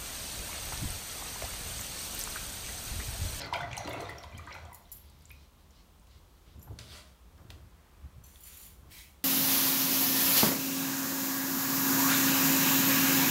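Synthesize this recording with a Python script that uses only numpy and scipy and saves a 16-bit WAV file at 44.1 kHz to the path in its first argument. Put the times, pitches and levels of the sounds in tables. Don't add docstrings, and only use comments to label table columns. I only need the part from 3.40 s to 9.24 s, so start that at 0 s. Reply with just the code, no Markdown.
import sys
import numpy as np
from scipy import signal
from scipy.fft import rfft, irfft
from scipy.io import wavfile
from scipy.ndimage import uniform_filter1d

SR = 44100
rng = np.random.default_rng(int(sys.argv[2]) if len(sys.argv) > 2 else 0)


def gain_from_decibels(decibels):
    exponent = np.asarray(decibels, float) / 20
    return 10 ** exponent


def dump(signal):
    limited = np.clip(np.atleast_2d(signal).T, -1, 1)
    pcm = np.round(limited * 32767).astype(np.int16)
    wavfile.write(sys.argv[1], SR, pcm)


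N = 257544


def evened(x):
    return x / np.sqrt(np.mean(x ** 2) + 1e-20)


def read(points, hz):
    f, value = np.transpose(points)
    return np.interp(np.log(hz + 1), np.log(f + 1), value)


def columns(rows):
    s, level_db, *rest = np.transpose(rows)
    t = np.arange(N) / SR
    return [np.interp(t, s, level_db, -120, -120)] + [np.interp(t, s, c) for c in rest]


def gestures(rows, fall_db_per_s):
    t = np.arange(0, N + 44, 44) / SR
    s, rise, hold, db = np.transpose(rows)[:, :, None]
    climb_db = 20 * np.maximum(s - t, 0) / rise
    fall_db = fall_db_per_s * np.maximum(t - s - hold, 0)
    gain = np.sqrt((gain_from_decibels(db - climb_db - fall_db) ** 2).sum(0))
    return np.interp(np.arange(N) / SR, t, gain)


def add(mix, s, sound):
    part = mix[round(s * SR):][:len(sound)]
    part += sound[:len(part)]


def coloured(x, points):
    return irfft(rfft(x) * gain_from_decibels(read(points, np.fft.rfftfreq(len(x), 1 / SR))), len(x))


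def resonate(x, hz, width_hz):
    turn = np.exp(2j * np.pi * np.cumsum(hz * np.ones(len(x))) / SR)
    r = np.exp(-np.pi * width_hz / SR)
    return 2 * (turn * signal.lfilter([1 - r], [1, -r], x / turn + 1e-18)).real


def room(x):
    # (f/Hz, t60/s)
    room_t60 = [(200, 0.53), (1000, 0.44), (4000, 0.32), (14000, 0.34)]
    taps = np.zeros(SR)
    at = np.arange(200, SR - 20, 20) + rng.integers(0, 20, (SR - 201) // 20)
    taps[at] = rng.choice([-1., 1.], at.shape)
    hz, t, z = signal.stft(taps, SR, nperseg=256)
    fade = gain_from_decibels(-60 * t / read(room_t60, hz)[:, None])
    tail = signal.istft(z * fade, SR, nperseg=256)[1]
    return signal.fftconvolve(x, tail / np.linalg.norm(tail))[:N]


def room_tone():
    # (f/Hz, level/dB per Hz)
    air_colour = [(16, -50), (28, -3.5), (69, 3), (87, -13), (114, -16), (178, -11), (245, -18.5),
                  (704, -23.5), (782, -24), (1050, -22), (1820, -34.5), (3260, -30), (4970, -34.5),
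                  (5830, -34.5), (15500, -38.5)]
    return gain_from_decibels(-57) * evened(coloured(rng.standard_normal(N), air_colour))


def steps():
    # (t/s, rise/s, hold/s, level/dB)
    footfalls = [(0.0, .01, 0.065, -47), (.32, 0.35, 0.073, -47), (.42, 0.089, 0.52, -55),
                 (.94, 0.017, 0.017, -43.5), (1.07, 0.089, 0.22, -54), (1.82, 0.99, 0.13, -61),
                 (2.76, 0.26, 0.066, -64.5), (3.18, 0.11, 0.015, -50), (3.29, .05, 0.027, -49),
                 (3.4, 0.13, 0.17, -57.5), (4.02, 0.12, 0.073, -53.5), (4.15, .1, 0.075, -54),
                 (4.65, 0.036, 0.0032, -48), (4.78, 0.058, 0.0069, -48.5), (5.45, 0.18, 0.044, -54)]
    # (t/s, rise/s, hold/s, level/dB)
    bumps = [
        (.19, 0.11, 0.017, -45.5),
        (.52, 0.18, 0.12, -48),
        (3.32, 0.068, 0.052, -51.5),
    ]
    # (t/s, rise/s, hold/s, level/dB)
    shuffle = [
        (3.31, 0.6, 0.27, -62),
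        (4.01, 0.11, 0.17, -62),
        (5.46, 0.36, 0.0089, -63),
    ]
    # (t/s, rise/s, hold/s, level/dB)
    sleeve = [
        (4.45, 0.85, 0.2, -73),
    ]
    # (f/Hz, width/Hz)
    board_modes = [(74, 24), (108, 61.5), (195, 114)]
    noise = rng.standard_normal((5, N))
    boom, knock, creak = (evened(resonate(resonate(x, hz, width), hz, 0.92 * width))
                          for x, (hz, width) in zip(noise, board_modes))
    dull = evened(coloured(noise[3], [(200, -6), (300, 1.0), (900, -16.5), (1400, -13.5), (3000, -36)]))
    bright = evened(coloured(noise[4], [(700, -8.5), (1200, -7), (1800, -9.5), (2600, -14.5), (5000, -74)]))
    weight = gestures(footfalls, 180)
    boards = (weight + gain_from_decibels(-66.0)) * boom
    boards += (weight * gain_from_decibels(-3.0) + gestures(bumps, 114)) * knock
    boards += weight * gain_from_decibels(-14.0) * creak
    rub = gestures(shuffle, 134) * dull
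    return boards + rub + (gain_from_decibels(-74.5) + gestures(sleeve, 40)) * bright


def ring(pitches, modes, low_db=0, top_db=0):
    t = np.arange(6000) / SR
    out = gain_from_decibels(-8 - 60 * t / .05) * np.diff(rng.standard_normal(len(t) + 1))
    for hz, (db, t60), (a, b, c) in zip(pitches, modes, rng.random((len(modes), 3))):
        db = db + low_db * (hz < 7500) + top_db * (hz > 14000)
        pair = np.sin(2 * np.pi * (hz * t + a))
        pair += .55 * np.sin(2 * np.pi * (hz * (.991 + .018 * b) * t + a))
        out += gain_from_decibels(db + 9 * (c - .55) - 60 * t / t60) * pair
    return out * (1 - np.exp(-t / 0.0018))


def charms():
    # (t/s, peak level/dB, low modes/dB, top modes/dB)
    clinks = [(1.5169, -34, -7, 0), (1.5238, -33.5, -8, -19), (1.5444, -65, -30, -12),
              (1.567, -44.5, -20, -1), (3.1933, -53, -3, -5), (3.218, -55, 2, -18), (3.226, -44, 0, -4),
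              (5.035, -43, 2.5, -7), (5.068, -48, -18.5, -8), (5.1454, -46, -12, -7), (5.1706, -40, -9, -9),
              (5.212, -48, 3, 8), (5.2614, -45, -13, 3), (1.332, -51, -1, -8), (1.3447, -44, -1, -8),
              (5.005, -47, -13, 7)]
    charm_hz = [5200, 5870, 7170, 8700, 9390, 10130, 11545, 12920, 15110, 15300, 15420]
    # (level/dB, t60/s)
    charm_modes = [(-22, .06), (-19, .06), (-3, .04), (-13, .045), (-16, .04), (-10, .04), (-2, .042),
                   (-9, .045), (-9, .04), (-7, .04), (-6, .045)]
    # (t/s, peak level/dB)
    clasp_hits = [
        (4.838, -46),
        (4.863, -49.5),
        (4.901, -56),
    ]
    clasp_hz = [4330, 6120, 7350, 9360, 11500, 12400, 12900]
    # (level/dB, t60/s)
    clasp_modes = [(-9, .1), (0, .09), (2, .04), (-9, .06), (-4, .08), (-8, .03), (-3, .09)]
    # (t/s, rise/s, hold/s, level/dB)
    slides = [
        (5.045, 0.035, .02, -55),
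        (5.23, 0.16, .01, -61),
    ]
    out = np.zeros(N)
    for s, db, low_db, top_db in clinks:
        add(out, s, gain_from_decibels(db - 3.5) * ring(charm_hz, charm_modes, low_db, top_db))
    for s, db in clasp_hits:
        add(out, s, gain_from_decibels(db - 8.5) * ring(clasp_hz, clasp_modes))
    contacts = rng.standard_normal(N) * (rng.random(N) < 250 / SR)
    rattle = evened(signal.oaconvolve(contacts, ring(charm_hz, charm_modes, -3, 2))[:N])
    return out + gestures(slides, 140) * rattle


def patchy(x, patchy_db):
    z = signal.stft(x, nperseg=256)[2]
    field = uniform_filter1d(rng.standard_normal(z.shape), 3, 0)
    field = evened(uniform_filter1d(field, 16, 1))
    return signal.istft(z * gain_from_decibels(patchy_db * field), nperseg=256)[1][:N]


def strokes():
    # (t/s, rise/s, hold/s, level/dB)
    wipes = [
        [(1.5, 0.24, 0.22, -67), (1.96, 0.77, 0.084, -65), (2.2, 0.055, .01, -68.5), (2.36, .09, 0.049, -63.5),
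         (2.71, .045, 0.066, -64), (2.95, 0.12, 0.029, -74), (3.07, 0.065, 0.075, -66)],
        [(3.391, 0.0019, 0.0025, -46.5), (3.42, 0.018, 0.023, -55), (3.53, 0.14, 0.055, -48),
         (3.66, 0.055, 0.025, -63), (4.104, 0.0028, 0.0027, -56)],
        [(4.842, .003, 0.17, -59), (5.068, 0.07, 0.0072, -47), (5.13, 0.061, 0.11, -52),
         (5.24, 0.093, 0.041, -55.5)],
        [(5.518, 0.025, 0.087, -48.5)],
    ]
    lifts = [400, 232, 172, 149]
    # (f/Hz, level/dB per Hz)
    rim_light = [(1500, -25), (2100, -3), (2500, -14), (3000, -4), (3500, -6), (4100, -2), (4600, -6),
                 (5400, -7), (7000, -16), (12000, -30)]
    # (f/Hz, level/dB per Hz)
    rim_firm = [(240, -43), (400, -33), (552, -12), (605, 6), (761, -12), (1100, -3.5), (1740, -6),
                (3690, 0), (6220, -7.5), (9260, -10), (15600, -23)]
    # (f/Hz, level/dB per Hz)
    scrub_colour = [(590, -31), (1000, -14), (1820, -9), (3120, -5.5), (4940, -10), (6510, -8.5),
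                    (7060, -1), (7920, -8), (10700, -2), (11700, -5.5), (15600, -7.5)]
    # (f/Hz, level/dB per Hz)
    dab_colour = [(590, -24), (1000, -9), (1440, -13), (2290, 1), (2850, -7), (3840, -6.5), (4670, -6),
                  (10200, -7.5), (11700, -7.5), (15600, -8.5)]
    # (f/Hz, width/Hz, level/dB)
    scrub_wells = [(3040, 180, -15), (4460, 140, 1.5), (5900, 130, 5), (8800, 110, 0), (9400, 140, -6)]
    # (f/Hz, width/Hz, level/dB)
    dab_wells = [(2200, 220, -8), (3200, 130, -2), (3900, 180, -5)]
    parts = []
    for rows, lift, colour in zip(wipes, lifts, (rim_light, rim_firm, scrub_colour, dab_colour)):
        slips = rng.standard_normal(N) * gain_from_decibels(2.3 * np.minimum(rng.exponential(1, N), 3.5))
        parts.append(gestures(rows, lift) * gain_from_decibels(-3.5) * evened(coloured(slips, colour)))
    wells = sum(gain_from_decibels(db) * resonate(parts[2], hz, width) for hz, width, db in scrub_wells)
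    wells += sum(gain_from_decibels(db) * resonate(parts[3], hz, width) for hz, width, db in dab_wells)
    return patchy(sum(parts) + wells, patchy_db=2.0)


def ticks():
    # (t/s, peak level/dB, centre f/Hz)
    film_ticks = [(0.3147, -46, 5700), (0.3303, -35, 6060), (0.3678, -31.5, 8000), (0.378, -28, 5600),
                  (0.4486, -37, 5900), (0.7832, -40, 5900), (0.9782, -44, 7100), (1.066, -48, 7900),
                  (1.1248, -45, 5200), (1.141, -48, 5450), (1.2516, -48, 6900), (1.3307, -42, 10900),
                  (1.3844, -53, 11500), (1.699, -50, 8800), (1.8088, -50.5, 4900), (1.8214, -51, 9600),
                  (1.8542, -46, 7150), (1.8945, -50, 11000), (1.9145, -46, 12500), (2.3067, -50, 6000),
                  (2.5964, -55, 7400), (.314, -43, 3270), (.3298, -27, 2500), (1.1227, -37.5, 3140),
                  (5.5854, -40.5, 3900), (3.389, -33, 3900), (4.1035, -40, 2900), (.137, -23, 3800),
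                  (.1435, -30, 2800), (.474, -37, 3200), (1.0745, -44, 1510), (1.907, -41, 2350),
                  (1.112, -39, 2250), (1.15, -43, 2200), (1.32, -42, 950), (1.09, -51, 3500),
                  (.015, -34, 2900), (.478, -36, 800), (1.165, -41, 900), (1.2, -52, 2300),
                  (1.345, -49.5, 1100), (.017, -30, 4500)]
    # (t/s, peak level/dB, centre f/Hz)
    sprays = [(0.0144, -46.5, 8810), (0.0598, -51, 11300), (0.1346, -40.5, 7390), (0.1604, -44, 11600),
              (0.2094, -47.5, 6900), (0.3745, -35.5, 7600), (0.4728, -45, 7400), (0.4923, -42, 11000),
              (0.5312, -46, 10200), (0.6044, -41, 6400), (0.6134, -45, 9420), (0.6943, -45.5, 8800),
              (0.8414, -53, 7450), (1.1504, -52, 7340), (1.3448, -38, 12000), (4.103, -50, 12000),
              (.7825, -55, 13000), (.978, -53, 12500)]
    # (t/s, peak level/dB, centre f/Hz)
    handle_taps = [(0.1357, -36, 3060), (0.4741, -30.5, 2450), (0.836, -38, 2500), (1.074, -46, 2000),
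                   (1.9035, -44, 2120), (2.6698, -53, 3900), (3.3878, -33.5, 3460), (3.9779, -52, 2800),
                   (4.0972, -56, 3030), (4.1027, -35, 2530), (4.9581, -53, 3100)]
    # (t/s, peak level/dB, centre f/Hz)
    thuds = [
        (3.273, -46.5, 740),
        (3.308, -43, 370),
        (3.389, -46.5, 1600),
        (0.45, -35, 190),
        (5.2, -60, 810),
        (3.982, -53.5, 1000),
        (4.101, -50, 760),
        (3.531, -51, 330),
    ]
    # (t/s, peak
    # level/dB, centre f/Hz)
    pips = [(.0987, -58, 11800), (.1915, -48, 8870), (.3296, -40, 6660), (.3296, -52, 10300),
            (.3685, -32, 3000), (.5275, -44, 6850), (.5312, -38.5, 10100), (.596, -47, 9030),
            (.6885, -36.5, 4540), (.6943, -44, 9620), (.7821, -45, 5600), (.7821, -56, 12700),
            (.8295, -50, 11100), (.8305, -45, 4600), (.915, -55, 6900), (.9193, -55, 2270),
            (.973, -55, 5060), (.9772, -46, 11200), (.979, -43, 7500), (.982, -41, 6430),
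            (1.0745, -36, 1310), (1.1084, -35, 2200), (1.118, -42, 2400), (1.1418, -53, 12300),
            (1.2341, -51, 1440), (1.3743, -50, 1100), (4.958, -57, 10000), (5.5092, -58, 3200),
            (5.5147, -59, 2070), (5.587, -41.5, 3900), (1.455, -51.5, 3600), (1.494, -52, 5900),
            (1.542, -51, 3700), (1.582, -51, 3000), (1.657, -60, 10400), (1.699, -59, 9200),
            (1.788, -57, 13000), (1.8542, -42.5, 7300), (1.896, -51, 9800), (1.904, -38, 2320),
            (1.9145, -44, 13800), (1.912, -45, 2550), (3.216, -53, 5840), (3.33, -58, 6540),
            (3.41, -43, 4860), (.382, -41, 6000), (1.126, -36, 5300), (1.152, -43, 1500),
            (4.9581, -46, 3300), (.8375, -50, 3790)]
    out = np.zeros(N)
    hz = np.fft.rfftfreq(2048, 1 / SR)
    t_ms = np.arange(2048) * 1000 / SR
    # spread in octaves, length in ms
    kinds = ((film_ticks, .3, 2.2), (sprays, .7, 6.0), (handle_taps, .9, 3.0), (thuds, .65, 16.0), (pips, .1, 2.5))
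    for table, octaves, ms in kinds:
        shape = (1 - np.exp(-t_ms / (0.16 * ms))) * np.exp(-t_ms / ms)
        for (s, db, centre_hz), noise in zip(table, rng.standard_normal((50, 2048))):
            band = np.exp(-.5 * (np.log2(hz / centre_hz + 1e-9) / octaves) ** 2)
            add(out, s, gain_from_decibels(db - 3.5) * evened(irfft(rfft(noise) * band)) * shape)
    return out


def hums():
    # (t/s, length/s, level/dB, f/Hz)
    trapped_air = [(0.0, .11, -49, 571.5), (.0, 0.078, -52, 285.5), (.15, 0.048, -46, 687),
                   (0.204, 0.089, -41.5, 685.6), (0.406, 0.036, -43.5, 712), (0.489, 0.083, -50, 564),
                   (0.586, 0.076, -44, 694), (0.036, 0.046, -46.5, 4540), (0.067, 0.039, -55, 4170),
                   (0.135, 0.048, -46, 3146), (1.077, .05, -49, 1227), (1.112, 0.033, -50, 2010),
                   (1.145, 0.024, -51.5, 2450), (1.16, 0.033, -50.5, 860), (1.249, .06, -59, 686),
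                   (1.321, 0.046, -62, 1987)]
    out = np.zeros(N)
    for (s, length, db, hz), noise in zip(trapped_air, rng.standard_normal((20, 8192))):
        width_hz = 0.042 * hz
        tone = evened(resonate(resonate(noise, hz, width_hz), hz, width_hz))[-round(length * SR):]
        ends = np.sin(np.pi * np.linspace(0, 1, len(tone)) ** 0.48) ** 0.75
        add(out, s, gain_from_decibels(db) * evened(tone) * ends)
    return out


def bubble(db, hz, ms, rise=0.025):
    u = np.arange(round(6 * ms * SR / 1000)) * 1000 / SR / ms
    shape = (1 - np.exp(-u / .18)) * np.exp(-np.maximum(u - .5, 0) * 1.7)
    return gain_from_decibels(db) * shape * np.sin(2 * np.pi * np.cumsum(hz * (1 + rise * (u - .5))) / SR)


def pops():
    # (t/s, peak level/dB, f/Hz)
    glugs = [(0.056, -37.5, 1410), (0.126, -21, 940), (0.1316, -33, 1035), (0.1436, -29.5, 1420),
             (0.2058, -28.5, 1477), (.3754, -29, 810), (.4059, -35, 720), (.4298, -39, 765),
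             (0.477, -30.5, 906), (.4828, -28.5, 625), (.545, -34.5, 700), (.6287, -35, 677),
             (0.8406, -38.5, 1003), (0.994, -38.5, 1175), (1.072, -41, 1550), (1.151, -39, 1400),
             (1.1606, -43.5, 896), (1.2521, -43.5, 744), (1.3184, -41.5, 960), (3.275, -50, 890)]
    # (t/s, peak level/dB, f/Hz)
    small_bubbles = [(.008, -37.5, 5120), (0.017, -33, 4150), (.0163, -48, 2070), (.1367, -31, 2130),
                     (0.1391, -30, 3090), (0.1449, -30, 2345), (.157, -30, 2270), (.231, -32, 1930),
                     (.312, -43, 2310), (.3304, -31, 2250), (0.3788, -32, 5860), (.448, -39, 4050),
                     (0.4752, -40.5, 2770), (.507, -38, 3500), (.51, -35.5, 2105), (.5315, -37.5, 2120),
                     (0.538, -38.5, 2640), (0.604, -44, 4150), (0.6927, -32, 1925), (0.7826, -41.5, 5500),
                     (0.8366, -51.5, 3180), (0.948, -48.5, 3100), (.9806, -43.5, 2335), (1.0754, -48, 1880),
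                     (1.1119, -39.5, 2200), (1.127, -48, 4120), (1.158, -49, 2260), (1.91, -44.5, 2450)]
    # (t/s, peak level/dB, f/Hz)
    droplets = [(0.03, -45, 2350), (0.044, -42, 2050), (0.135, -40, 4940), (0.205, -40, 3445),
                (0.211, -53, 5350), (0.312, -54.5, 5813), (0.312, -46, 3273), (0.378, -40.5, 4130),
                (0.387, -43, 6400), (0.491, -54, 6804), (0.605, -49, 6100), (0.654, -44, 3660),
                (0.683, -56, 3800), (0.693, -51, 3410), (0.698, -58, 5340), (0.775, -55, 3170),
                (0.834, -54, 3789), (0.839, -63, 6718), (0.925, -48.5, 2360), (0.971, -54, 4980),
                (0.98, -60, 4130), (0.988, -49, 1950), (1.047, -66, 5297), (1.073, -42.5, 1004),
                (1.254, -58, 3250), (1.323, -58, 2060), (1.327, -67, 5560), (1.342, -57, 6930),
                (1.354, -60, 4280), (1.422, -64, 6976)]
    out = np.zeros(N)
    for s, db, hz in glugs:
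        add(out, s, bubble(db, hz, 4.86, rise=0.037))
    for s, db, hz in small_bubbles:
        hardness = gain_from_decibels(-0.44 * (db + 39))
        ms = 6.4 * hardness * (2300 / hz) ** 0.24
        add(out, s, bubble(db, hz, ms, rise=0.052))
    for s, db, hz in droplets:
        add(out, s, bubble(db + 2.5, hz, 5.7 * (2300 / hz) ** 0.24, rise=0.03))
    return out


def froth(low_hz, high_hz, per_s, cycles, spread_db):
    span = 2 * SR
    size = gain_from_decibels(spread_db * np.minimum(rng.exponential(1, span), 4))
    size = size * (rng.random(span) < per_s / SR)
    kind = rng.integers(0, 24, span)
    cloud = np.zeros(span)
    for k, hz in enumerate(np.geomspace(low_hz, high_hz, 24)):
        cloud += signal.oaconvolve(size * (kind == k), bubble(0, hz, 1000 * cycles / hz, 0.086))[:span]
    return np.pad(evened(cloud), (0, N - span))


def water():
    # (t/s, effort level/dB, breaking of the surface/dB)
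    plunge = [
        (0.0, -45.5, 11.5),
        (.116, -46.5, -7.5),
        (.134, -37.5, 0),
        (.266, -43.5, -8.5),
        (.364, -48.5, 6.5),
    ]
    # (t/s, effort level/dB, breaking of the surface/dB)
    swirl = [
        (.376, -45.5, -1),
        (.6, -43, -0.7),
        (.862, -55, 0),
        (1.06, -61.5, 8),
        (1.13, -50, 2.5),
        (1.38, -58.5, -6),
        (1.55, -94, 16),
    ]
    # (t/s, rise/s, hold/s, level/dB)
    slosh = [
        (0.0, .01, 0.22, -52),
        (.46, 0.034, 0.17, -44),
        (.95, 0.085, 0.25, -60.5),
    ]
    # (f/Hz, width/Hz, level/dB)
    pot_modes = [(700, 17, 2), (900, 110, -13.5), (1200, 480, -7.5), (2010, 79, -0.5), (2450, 200, -10.5),
                 (3370, 490, -14), (4120, 870, -12)]
    level_db, break_db = columns(plunge + swirl)
    big = froth(523.5, 1350, 700, 5.0, 2.65)
    mid = gain_from_decibels(break_db - 2.5) * froth(1456, 4600, 3500, 7.6, 2.1)
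    mix = big + mid
    rung = sum(gain_from_decibels(db) * resonate(mix[:2 * SR], hz, width) for hz, width, db in pot_modes)
    rung = np.pad(rung, (0, N - 2 * SR))
    fine = evened(coloured(froth(5460, 16000, 5000, 10.0, 2.4), [(4500, 15.0), (15000, -13)]))
    fizz = gain_from_decibels(0.87 * break_db - 20.0) * fine
    stirred = gain_from_decibels(level_db - 3) * (0.44 * mix + 1.57 * rung + fizz)
    return stirred + gestures(slosh, 118) * gain_from_decibels(-3.0) * froth(283.0, 480.5, 200, 5.8, 0.53)


def scene():
    wash, clicks, rubs, jingle, single = water(), ticks(), strokes(), charms(), pops()
    direct = wash + clicks + rubs + jingle + single
    sent = wash + rubs + gain_from_decibels(-4) * clicks + gain_from_decibels(1) * single
    echo = room(gain_from_decibels(-4) * sent + gain_from_decibels(-3.0) * jingle)
    return (direct + echo + steps() + room_tone() + hums())[None]


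def roll_off(x):
    return signal.sosfilt(signal.butter(12, 16970, fs=SR, output="sos"), x)


def record(dry):
    # (f/Hz, level/dB)
    mic_colour = [(22, -16), (40, -1), (9000, -1), (10000, -0.5), (10500, -5), (11000, 0.5)]
    band_limit = signal.firwin(401, 15830, window=("kaiser", 9), fs=SR)
    heard = signal.oaconvolve(coloured(dry[0], mic_colour), band_limit, "same")
    return roll_off(heard[None])


dry = scene()
out = record(dry)
dump(out)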